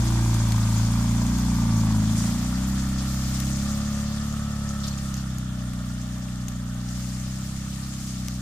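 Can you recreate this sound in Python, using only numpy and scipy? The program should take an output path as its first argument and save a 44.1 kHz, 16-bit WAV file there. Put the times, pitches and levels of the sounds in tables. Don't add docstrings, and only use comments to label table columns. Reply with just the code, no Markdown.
import sys
import numpy as np
from scipy import signal
from scipy.fft import rfft, irfft
from scipy.io import wavfile
from scipy.ndimage import uniform_filter1d

SR = 44100
rng = np.random.default_rng(int(sys.argv[2]) if len(sys.argv) > 2 else 0)


def log_audio(samples):
    frames = np.atleast_2d(samples).T
    limited = np.clip(frames, -1, 1)
    pcm = np.round(limited * 32767).astype(np.int16)
    wavfile.write(sys.argv[1], SR, pcm)


N = 370881


def from_db(db):
    return 10 ** (np.asarray(db) / 20)


def rms_one(x):
    return x / np.sqrt(np.mean(x ** 2) + 1e-20)


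def evened(x):
    power = uniform_filter1d(uniform_filter1d(x ** 2, SR // 5), SR // 5)
    return x / np.sqrt(power + 1e-12)


def in_time(rows):
    time_s, *columns = np.transpose(rows)
    return [np.interp(np.arange(N) / SR, time_s, column) for column in columns]


def at_hz(points, hz):
    point_hz, value = np.array(points).T
    return np.interp(np.log(hz + 1), np.log(point_hz), value)


def colour(x, spectrum):
    size = 16384
    gain = from_db(at_hz(spectrum, np.fft.rfftfreq(size, 1 / SR)))
    cepstrum = irfft(np.log(gain))
    cepstrum[1:size // 2] *= 2
    cepstrum[size // 2 + 1:] = 0
    response = irfft(np.exp(rfft(cepstrum)))
    return signal.fftconvolve(x, np.atleast_2d(response), axes=-1)[:, :N]


def band(x, low_hz, high_hz):
    return signal.sosfilt(signal.butter(2, [low_hz, high_hz], "band", fs=SR, output="sos"), x)


def burst(envelope, hz, octaves):
    low_hz, high_hz = np.clip([hz / 2 ** octaves, hz * 2 ** octaves], 100, .45 * SR)
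    return band(envelope * rng.standard_normal((2, len(envelope))), low_hz, high_hz)


def drift(rate_hz):
    r = np.exp(-80 * np.pi * rate_hz / SR)
    slow = signal.lfilter([1], [1, -2 * r, r * r], rng.standard_normal(N // 40 + 2002))[2000:]
    return np.interp(np.arange(N) / 40, np.arange(len(slow)), rms_one(slow))


# hz, left_right_correlation
LIKENESS = [(300, 0.077), (640, 0.19), (1400, 0.69), (3100, 0.068), (15000, 0.039)]
# hz, left_minus_right_db
BALANCE = [(300, -5), (700, 15.5), (1400, -6), (2800, 1), (5600, 3), (12000, 1.1)]


def spread(white, low_hz, count, patchy_db):
    out, edges_hz = 0, low_hz * 2 ** (np.arange(count + 1) / 2)
    for k, (low, high) in enumerate(zip(edges_hz, edges_hz[1:])):
        mid, side = band(white[k % 2], low, high)
        hz = np.sqrt(low * high)
        alike = np.clip(at_hz(LIKENESS, hz), -1, 1)
        balance_db = at_hz(BALANCE, hz) * np.array([[.5], [-.5]])
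        gain = from_db(patchy_db * drift(24) + balance_db)
        out = out + gain * (np.sqrt(1 + alike) * mid + np.sqrt(1 - alike) * side * [[1], [-1]])
    return out


NEAREST_M, NEAREST_S, GROUND_M_PER_S = 3.74, 0.032, 1.197
TURN_FROM_S, TURN_TO_S = 1.64, 4.04


def passing():
    t = np.arange(N) / SR
    metres = np.hypot(NEAREST_M, GROUND_M_PER_S * (t - NEAREST_S))
    turn = np.clip((t - TURN_FROM_S) / (TURN_TO_S - TURN_FROM_S), 0, 1)
    return 20 * np.log10(NEAREST_M / metres), np.sin(turn * np.pi / 2)


# delay_s, level_db
ECHOES_LEFT = [(.021, -60), (.047, -20)]
ECHOES_RIGHT = [(.030, -24), (.061, -24)]


def forest(x):
    ports = []
    for echoes in (ECHOES_LEFT, ECHOES_RIGHT):
        port = x
        for delay_s, db in echoes:
            port = port + from_db(db) * np.r_[np.zeros(round(delay_s * SR)), x][:N]
        ports.append(port)
    return np.stack(ports)


RUMBLE_DB, RUMBLE_TOP_HZ = -43, 143
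RUMBLE_FOLLOWS = 0.38


def rumble(loss_db):
    white = rng.standard_normal((2, N)) * 0.9 + rng.standard_normal(N)
    dull = signal.sosfilt(signal.butter(2, RUMBLE_TOP_HZ, fs=SR, output="sos"), white)
    return from_db(RUMBLE_DB + RUMBLE_FOLLOWS * loss_db) * rms_one(dull)


# time_s, level_db
RUSTLE = [(0.0, -36.5), (0.84, -37), (1.87, -38.5), (2.25, -36.5), (2.69, -39), (2.97, -39.5), (3.35, -36),
          (4.54, -43), (5.04, -41.5), (5.43, -47), (6.09, -45), (6.7, -47.5), (7.0, -41), (7.61, -42.5),
          (8.06, -40.5), (8.41, -44)]
# hz, relative_db
LITTER = [(1180, -20), (2000, -6), (2560, -7.5), (3460, -6), (4210, -3), (4960, -1.5), (6930, 0),
          (9270, -5), (10300, -10.5), (11400, -9), (12500, -12.5), (14900, -13.5), (15500, -4),
          (15900, -48)]
GRAINS_PER_S, GRAIN_SPREAD_DB, GRAIN_DB = 1500, 4.5, -8.5


def rustle():
    sizes = from_db(GRAIN_SPREAD_DB * np.minimum(rng.exponential(1, (2, 2, N)), 5))
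    struck = rng.random(N) < GRAINS_PER_S * from_db(3 * drift(12)) / SR
    grains = sizes * rng.standard_normal((2, 2, N)) * struck
    white = rng.standard_normal((2, 2, N)) + from_db(GRAIN_DB) * rms_one(grains)
    bed = spread(white, low_hz=1420, count=7, patchy_db=1.5)
    return from_db(in_time(RUSTLE)[0]) * rms_one(colour(bed, LITTER))


PORT_LAG = 4


# start_s, crack_peak_db, pitch_hz, left_minus_right_db, wide_noise_db, tail_db
SNAPS = [(0.3425, -21, 6130, 6, 2, -12), (0.5215, -19, 4530, 8, 1, -15), (1.2193, -36, 6650, 3, -12, -14),
         (1.267, -25.5, 6900, 6, -16, -14), (1.385, -23.5, 6450, 2, -12, -5),
         (1.502, -29, 5900, 3, -12, -14), (1.765, -30, 6300, 3, -12, -14), (1.798, -31, 6350, 3, -12, -14),
         (2.646, -30, 7100, 7, -14, -12), (2.9858, -25.5, 4900, 5, -12, -4), (3.4020, -18, 6500, 9, 5, -10),
         (4.3258, -28, 6830, 2.5, -12, -8), (4.692, -25.5, 6300, 6, -17, -14),
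         (4.8364, -32, 3880, 3, -10, -14), (4.868, -28, 4000, 3, -14, -16), (4.873, -25, 4950, 5, 4, -7),
         (4.8845, -32, 4730, 3, -12, -14), (4.987, -30, 3500, 3, -4, -16), (5.142, -21, 6300, -8, -6, -16),
         (5.1688, -26, 6680, 1, -1, -16), (5.384, -25, 6760, 0, -1, -10), (5.7346, -26, 2550, -2, 3, -12),
         (5.7918, -36, 3590, 1, -12, -14), (6.2858, -34, 2700, -3, -12, -14),
         (6.4832, -20.5, 6400, 7, -6, -7.5), (6.745, -35, 7110, 5, -12, -14),
         (6.889, -29, 5660, 6, -14, -8), (7.1335, -33, 7400, 3, -8, -12), (8.084, -29, 6260, 4, -12, -14),
         (8.2842, -18.5, 5900, 4, -1, -22)]


def snap(db, hz, pan_db, wide_db, tail_db):
    t = np.arange(2000) / SR
    tone = rms_one(t * np.exp(-t / .0003) * np.sin(2 * np.pi * hz * t))
    wide = rms_one(burst(np.exp(-t / .0004), 5000, octaves=1.4)[0])
    crack = tone + from_db(wide_db) * wide
    splinters = from_db(3 * rng.standard_normal(50)).repeat(40) * (t > .002)
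    tail = burst(from_db(tail_db) * splinters * np.exp(-t / .0055), hz, octaves=1)
    both = crack / np.abs(crack).max() + tail
    return from_db(db) * both * from_db([[pan_db / 2], [-pan_db / 2]])


# start_s, length_s, centre_hz, level_db, half_width_octaves
CRUNCHES = [(2.143, 0.17, 7170, -39, 0.46), (2.663, .07, 12500, -46, .3), (2.982, 0.066, 4270, -43.5, 0.48),
            (3.0, 0.5, 12500, -52, .3), (4.834, 0.031, 4370, -38, 0.42), (4.875, 0.026, 5170, -37.5, .5),
            (4.895, 0.05, 4300, -48, 0.07), (4.84, 0.089, 12500, -54, .3), (4.975, 0.014, 7100, -42, .1),
            (8.077, 0.07, 6300, -45, 0.51)]


def crunch(length_s, hz, db, octaves):
    size = round(length_s * SR)
    grain = from_db(3 * rng.standard_normal(size // 60 + 1)).repeat(60)[:size]
    envelope = grain * np.interp(np.arange(size), [0, .2 * size, size], [0, 1, .2])
    steps = rng.uniform(-1, 1, 5)
    rings = sum(burst(envelope, hz * 2 ** (octaves * step), octaves=.03) for step in steps)
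    rough = rms_one(burst(envelope, hz, octaves))
    return from_db(db) * rms_one(rough + 0.39 * rms_one(rings))


def twigs():
    out = np.zeros((2, N + SR))
    hits = [(start_s, snap(*row)) for start_s, *row in SNAPS]
    hits += [(start_s, crunch(*row)) for start_s, *row in CRUNCHES]
    for start_s, hit in hits:
        at = round(start_s * SR)
        out[:, at:at + hit.shape[1]] += hit
    return np.stack([out[0, :N], out[1, PORT_LAG:N + PORT_LAG]])


# start_s, end_s, start_hz, middle_hz, end_hz, level_db (pitch and level before waver)
WHINES = [(.1, .5, 2455, 2400, 2345, -57), (.86, 1.0, 2365, 2390, 2420, -60), (0, .22, 980, 975, 965, -54),
          (.05, .95, 1600, 1550, 1515, -58), (.52, .75, 1240, 1215, 1170, -52),
          (1.52, 1.95, 1225, 1150, 1100, -49), (1.6, 1.92, 930, 900, 870, -51),
          (2.1, 2.35, 1480, 1510, 1545, -60), (2.2, 2.6, 1245, 1305, 1345, -55),
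          (2.68, 3.2, 1345, 1350, 1345, -58), (3.4, 3.62, 1370, 1400, 1440, -57),
          (3.62, 4.1, 1195, 1210, 1228, -53.5), (4.19, 4.8, 1285, 1302, 1308, -50),
          (4.8, 5.17, 1308, 1280, 1258, -53), (4.8, 5.15, 1270, 1230, 1190, -59),
          (5.3, 5.7, 1390, 1375, 1355, -59), (5.65, 6.1, 1405, 1420, 1418, -59),
          (6.55, 7.2, 1510, 1530, 1545, -62), (7.45, 8.1, 1245, 1235, 1250, -61)]


def whine():
    out, t = np.zeros(N), np.arange(N) / SR
    waver_db = 1.3 * drift(60) + 1.8 * drift(5)
    waver_hz = 3 * drift(30) + 2.5 * drift(4)
    for start_s, end_s, *glide_hz, db in WHINES:
        on = slice(round(start_s * SR), round(end_s * SR))
        fade = np.clip(np.minimum(t[on] - start_s, end_s - t[on]) / 0.016, 0, 1)
        hz = np.interp(t[on], [start_s, (start_s + end_s) / 2, end_s], glide_hz) + waver_hz[on]
        tone = np.sqrt(2) * np.sin(2 * np.pi * np.cumsum(hz) / SR)
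        out[on] += fade * from_db(db + waver_db[on]) * tone
    return out


# centre_hz, width_hz, side_db, rear_db, db_per_cycle_per_s
BODY = [(566, 24, -70, -65.5, 2.4), (620, 60, -64, -53, -1.5), (705, 30, -70, -65, 1.5),
        (790, 40, -70, -63, -1.5), (870, 50, -60, -66, .5), (920, 300, -51, -72, 0),
        (780, 400, -59, -58, .5), (485, 70, -72, -67, 2.2), (1120, 160, -58, -61, 0)]


def singing(once, away, faster):
    out = 0
    for hz, width_hz, side_db, rear_db, db_per_cycle_per_s in BODY:
        r = np.exp(-np.pi * width_hz / SR)
        peak = [(1 - r * r) / 2, 0, (r * r - 1) / 2, 1, -2 * r * np.cos(2 * np.pi * hz / SR), r * r]
        db = side_db + (rear_db - side_db) * away + db_per_cycle_per_s * faster + 2.2 * drift(4)
        out = out + from_db(db) * rms_one(signal.sosfilt([peak, peak], once))
    return out


FIRING_SPREAD_DB, FIRING_JITTER_S = 0.5, .00006


def firings(cycle):
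    at = np.flatnonzero(np.diff(np.floor(2 * cycle)))
    chance = rng.standard_normal((len(at), 2))
    at = np.clip(at + np.round(FIRING_JITTER_S * SR * chance[:, 0]).astype(int), 0, N - 1)
    both, unlike = np.zeros((2, 1, N))
    both[0, at] = from_db(FIRING_SPREAD_DB * chance[:, 1])
    unlike[0, at] = both[0, at] * (-1) ** np.round(2 * cycle[at])
    return both, unlike


# hz, relative_db
CLATTER_SIDE = [(220, 7), (380, 0), (449, -8), (599, 0), (657, -4.5), (927, 2.5), (1190, 2.5), (1360, 0),
                (1560, 3), (1730, -2), (2410, -4.5), (2750, -11), (3500, 1), (4550, -35), (7700, -120)]
CLATTER_REAR = [(220, -12), (380, -5.5), (453, -12), (521, -6.5), (567, 1.5), (664, -5), (814, -3.5),
                (953, -7), (1260, 5.5), (1430, 2.5), (1620, -2), (1830, 4), (1990, -6), (2440, -9.5),
                (3500, -0.5), (4550, -22), (7700, -120)]
# time_s, relative_db
KNOCK = [(0, -5), (1.6, -5), (1.9, -3), (2.4, -3), (4.8, -4), (5.3, -8), (8.41, -8)]
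CLATTER_DB, GATE_DEPTH = -39.5, 0.022
KNOCK_TOP_HZ, KNOCK_RING_S, KNOCK_SPREAD_DB = 1050, .006, 1.2


def clatter(cycle, both, unlike, away, loss_db):
    gate = 1 + GATE_DEPTH * np.cos(2 * np.pi * 2 * cycle - 1.5)
    white = rng.standard_normal((2, 2, N))
    noise = rms_one(spread(white, low_hz=279.2, count=8, patchy_db=2)) * gate
    rings = rng.standard_normal((2, 1, 2000)) * np.exp(-np.arange(2000) / SR / KNOCK_RING_S)
    uneven = from_db(KNOCK_SPREAD_DB * rng.standard_normal(N))
    knock = 0
    for sign, ring in zip((1, -1), rings):
        knock = knock + signal.fftconvolve(uneven * (both + sign * unlike), ring)[:, :N]
    knock = band(knock, 400, KNOCK_TOP_HZ)
    source = noise + from_db(in_time(KNOCK)[0]) * rms_one(knock)
    side, rear = rms_one(colour(source, CLATTER_SIDE)), rms_one(colour(source, CLATTER_REAR))
    return from_db(CLATTER_DB + loss_db) * ((1 - away) * side + away * rear)


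GROWL_HZ, GROWL_OCTAVES, GROWL_DB, GROWL_REAR_LOSS_DB = 920, 0.36, -51, 4
GROWL_LAG_CYCLES, GROWL_SHARPNESS, GROWL_SPREAD_DB = .06, 1.7, 1.5


def growl(cycle, away):
    turn = cycle - GROWL_LAG_CYCLES
    strength = from_db(GROWL_SPREAD_DB * rng.standard_normal(400))[np.round(turn).astype(int)]
    swell = strength * np.exp(GROWL_SHARPNESS * np.cos(2 * np.pi * turn))
    rasp = burst(swell, GROWL_HZ, GROWL_OCTAVES)[0]
    return from_db(GROWL_DB - GROWL_REAR_LOSS_DB * away) * rms_one(rasp)


# hz, relative_db
BOOM_COLOUR = [(150, -57), (290, -13.5), (322, 16), (350, 5.5), (390, -38), (700, -61)]
BOOM_DB, BOOM_UNTIL_S, BOOM_FADE_DB_PER_S = -38, 0.33, 43


def boom(once):
    fading_db = BOOM_FADE_DB_PER_S * np.maximum(np.arange(N) / SR - BOOM_UNTIL_S, 0)
    return from_db(BOOM_DB - fading_db) * rms_one(colour(once, BOOM_COLOUR))[0]


# hz, relative_db
PIPE_SIDE = [(25, 4), (57, 2), (85, -1), (112, 9), (125, -1), (140, -2), (172, -1), (220, 2.5), (245, -3.5),
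             (285, -10), (340, -22), (420, -46), (700, -36.5)]
PIPE_REAR = [(25, -30), (64, 3.5), (95, 0.5), (128, 7), (145, 2.5), (190, 4.5), (212, 5), (245, -2),
             (285, -15), (320, -15), (420, -49), (700, -71)]
# hz, relative_db
PIPE_MISMATCH = [(15, -36), (27, -17), (31, -14.5), (36, -7), (60, -23), (88, -18), (98, -16), (106, -0.5),
                 (145, -18), (176, -4.5), (205, -1), (250, -11), (300, -12.5), (420, -57), (700, -40.5)]
# time_s, relative_db
UPPER = [(0, -7), (.5, -3), (1.0, 0), (1.4, 2), (1.8, 3.5), (2.15, 4.5), (2.45, 3), (2.8, 1), (3.3, -2.5),
         (3.7, 2.5), (4.5, 0), (5.2, 0), (6, 1.5), (7, 0.5), (8.41, 2.5)]
UPPER_FROM_HZ, SILENCER_HZ = 150, 343
PIPE_TURN_POWER = 3
ORDER_WAVER_DB, MISMATCH_WAVER_DB = 0.6, 1.5
SURGE_ORDER, SURGE_DAMPING, PUSH_LAG_CYCLES = 3, .24, .43
HOLD_FROM_ORDER, HOLD_RAD_PER_CYCLE, HOLD_CYCLES_PER_S = 6, .85, 29.3


def exhaust(cycle, speed, level_db, mismatch_db, lower_db, away):
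    pipe, turned, (upper_db,) = 0, away ** PIPE_TURN_POWER, in_time(UPPER)
    lower_db = lower_db + MISMATCH_WAVER_DB * drift(6)
    hold = HOLD_RAD_PER_CYCLE * (HOLD_CYCLES_PER_S - speed) * (1 - away)
    for order in range(1, 13):
        hz, ratio = order * speed, order / SURGE_ORDER
        if order % 2:
            db = at_hz(PIPE_MISMATCH, hz) + mismatch_db * (order > 1) + lower_db * (order in (3, 5))
        else:
            db = (1 - turned) * at_hz(PIPE_SIDE, hz) + turned * at_hz(PIPE_REAR, hz)
            db = db + upper_db * (hz > UPPER_FROM_HZ)
        gain = from_db(db + ORDER_WAVER_DB * drift(9)) / np.sqrt(1 + (hz / SILENCER_HZ) ** 8)
        surge = np.arctan2(2 * SURGE_DAMPING * ratio, 1 - ratio ** 2)
        lag = surge + hold * (order >= HOLD_FROM_ORDER)
        sign = -1 if order in (1, 9) else 1
        pipe = pipe + sign * gain * np.sin(2 * np.pi * order * (cycle - PUSH_LAG_CYCLES) - lag)
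    return from_db(level_db) * evened(pipe)


# time_s, cycles_per_s
SPEED = [(0.0, 29.54), (0.54, 27.82), (0.77, 27.5), (1.01, 28.95), (1.12, 28.68), (1.4, 30.25),
         (1.45, 30.44), (1.69, 28.2), (1.99, 26.46), (2.08, 26.65), (2.6, 31.72), (2.69, 32.72),
         (2.95, 32.52), (3.04, 32.72), (3.35, 32.22), (3.72, 34.93), (3.84, 35.14), (3.98, 35.14),
         (4.1, 35.35), (4.22, 35.84), (4.33, 35.92), (4.78, 34.64), (5.48, 31.26), (5.81, 30.37),
         (5.99, 30.65), (6.21, 31.01), (6.67, 30.25), (7.07, 31.12), (7.47, 32.63), (7.96, 32.79),
         (8.17, 31.63), (8.41, 31.28)]
# time_s, exhaust_db, mismatch_db (odd orders from 3), lower_mismatch_db (added to orders 3, 5)
THROTTLE = [(0, -3.5, -4, 0), (.3, -3, -8.5, 5), (.6, -3.5, 1, -1), (1.0, -3.5, 0.5, -11),
            (1.4, -4, 1.5, -3), (1.8, -1.5, 0, -6), (2.05, -0.5, -0.5, 8), (2.25, -2.5, 7.5, 5),
            (2.5, -2.5, -0.5, 2), (2.8, -2, 0, -3), (3.1, -2.5, 2, -3), (3.6, 0, 5, -6.5),
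            (4.2, -1, 0.5, 1), (4.8, -1, -1, 1), (5.2, -1.5, 1.5, 6.5), (5.5, -1, 3, 5), (5.8, -0.5, 0, 1),
            (6.2, -1.5, 3, 1), (6.7, 0, -2, -7), (7.1, 0.5, 2, -2), (7.5, -1, 0.5, 10), (8.0, -2, 7, 0),
            (8.2, 0.5, 5, 2), (8.41, 0.5, 1, 0)]
MEAN_CYCLES_PER_S = 31
EXHAUST_DB, FLANK_GAIN_DB = -22, 5


def scene():
    (speed,), (throttle_db, mismatch_db, lower_db) = in_time(SPEED), in_time(THROTTLE)
    loss_db, away = passing()
    cycle = np.cumsum(speed) / SR + .415
    both, unlike = firings(cycle)
    once = both + unlike
    level_db = EXHAUST_DB + loss_db + throttle_db + FLANK_GAIN_DB * (1 - away)
    body = growl(cycle, away) + singing(once[0], away, speed - MEAN_CYCLES_PER_S)
    centre = whine() + from_db(loss_db) * body + boom(once)
    centre += exhaust(cycle, speed, level_db, mismatch_db, lower_db, away)
    ground = rumble(loss_db) + rustle() + twigs()
    return ground + clatter(cycle, both, unlike, away, loss_db) + forest(centre)


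# hz, relative_db
PORT_COLOUR = [(5500, 0), (6400, 0), (6900, 1), (7500, -0.5), (9000, -1.5)]
CUTOFF_HZ = 16500


def record(dry):
    ports = np.stack([dry[0], np.r_[np.zeros(PORT_LAG), dry[1, :-PORT_LAG]]])
    ports = colour(ports, PORT_COLOUR)
    ports = signal.sosfilt(signal.butter(2, 15, "high", fs=SR, output="sos"), ports)
    return signal.sosfilt(signal.cheby2(12, 70, CUTOFF_HZ, fs=SR, output="sos"), ports)


dry = scene()
out = record(dry)
log_audio(out)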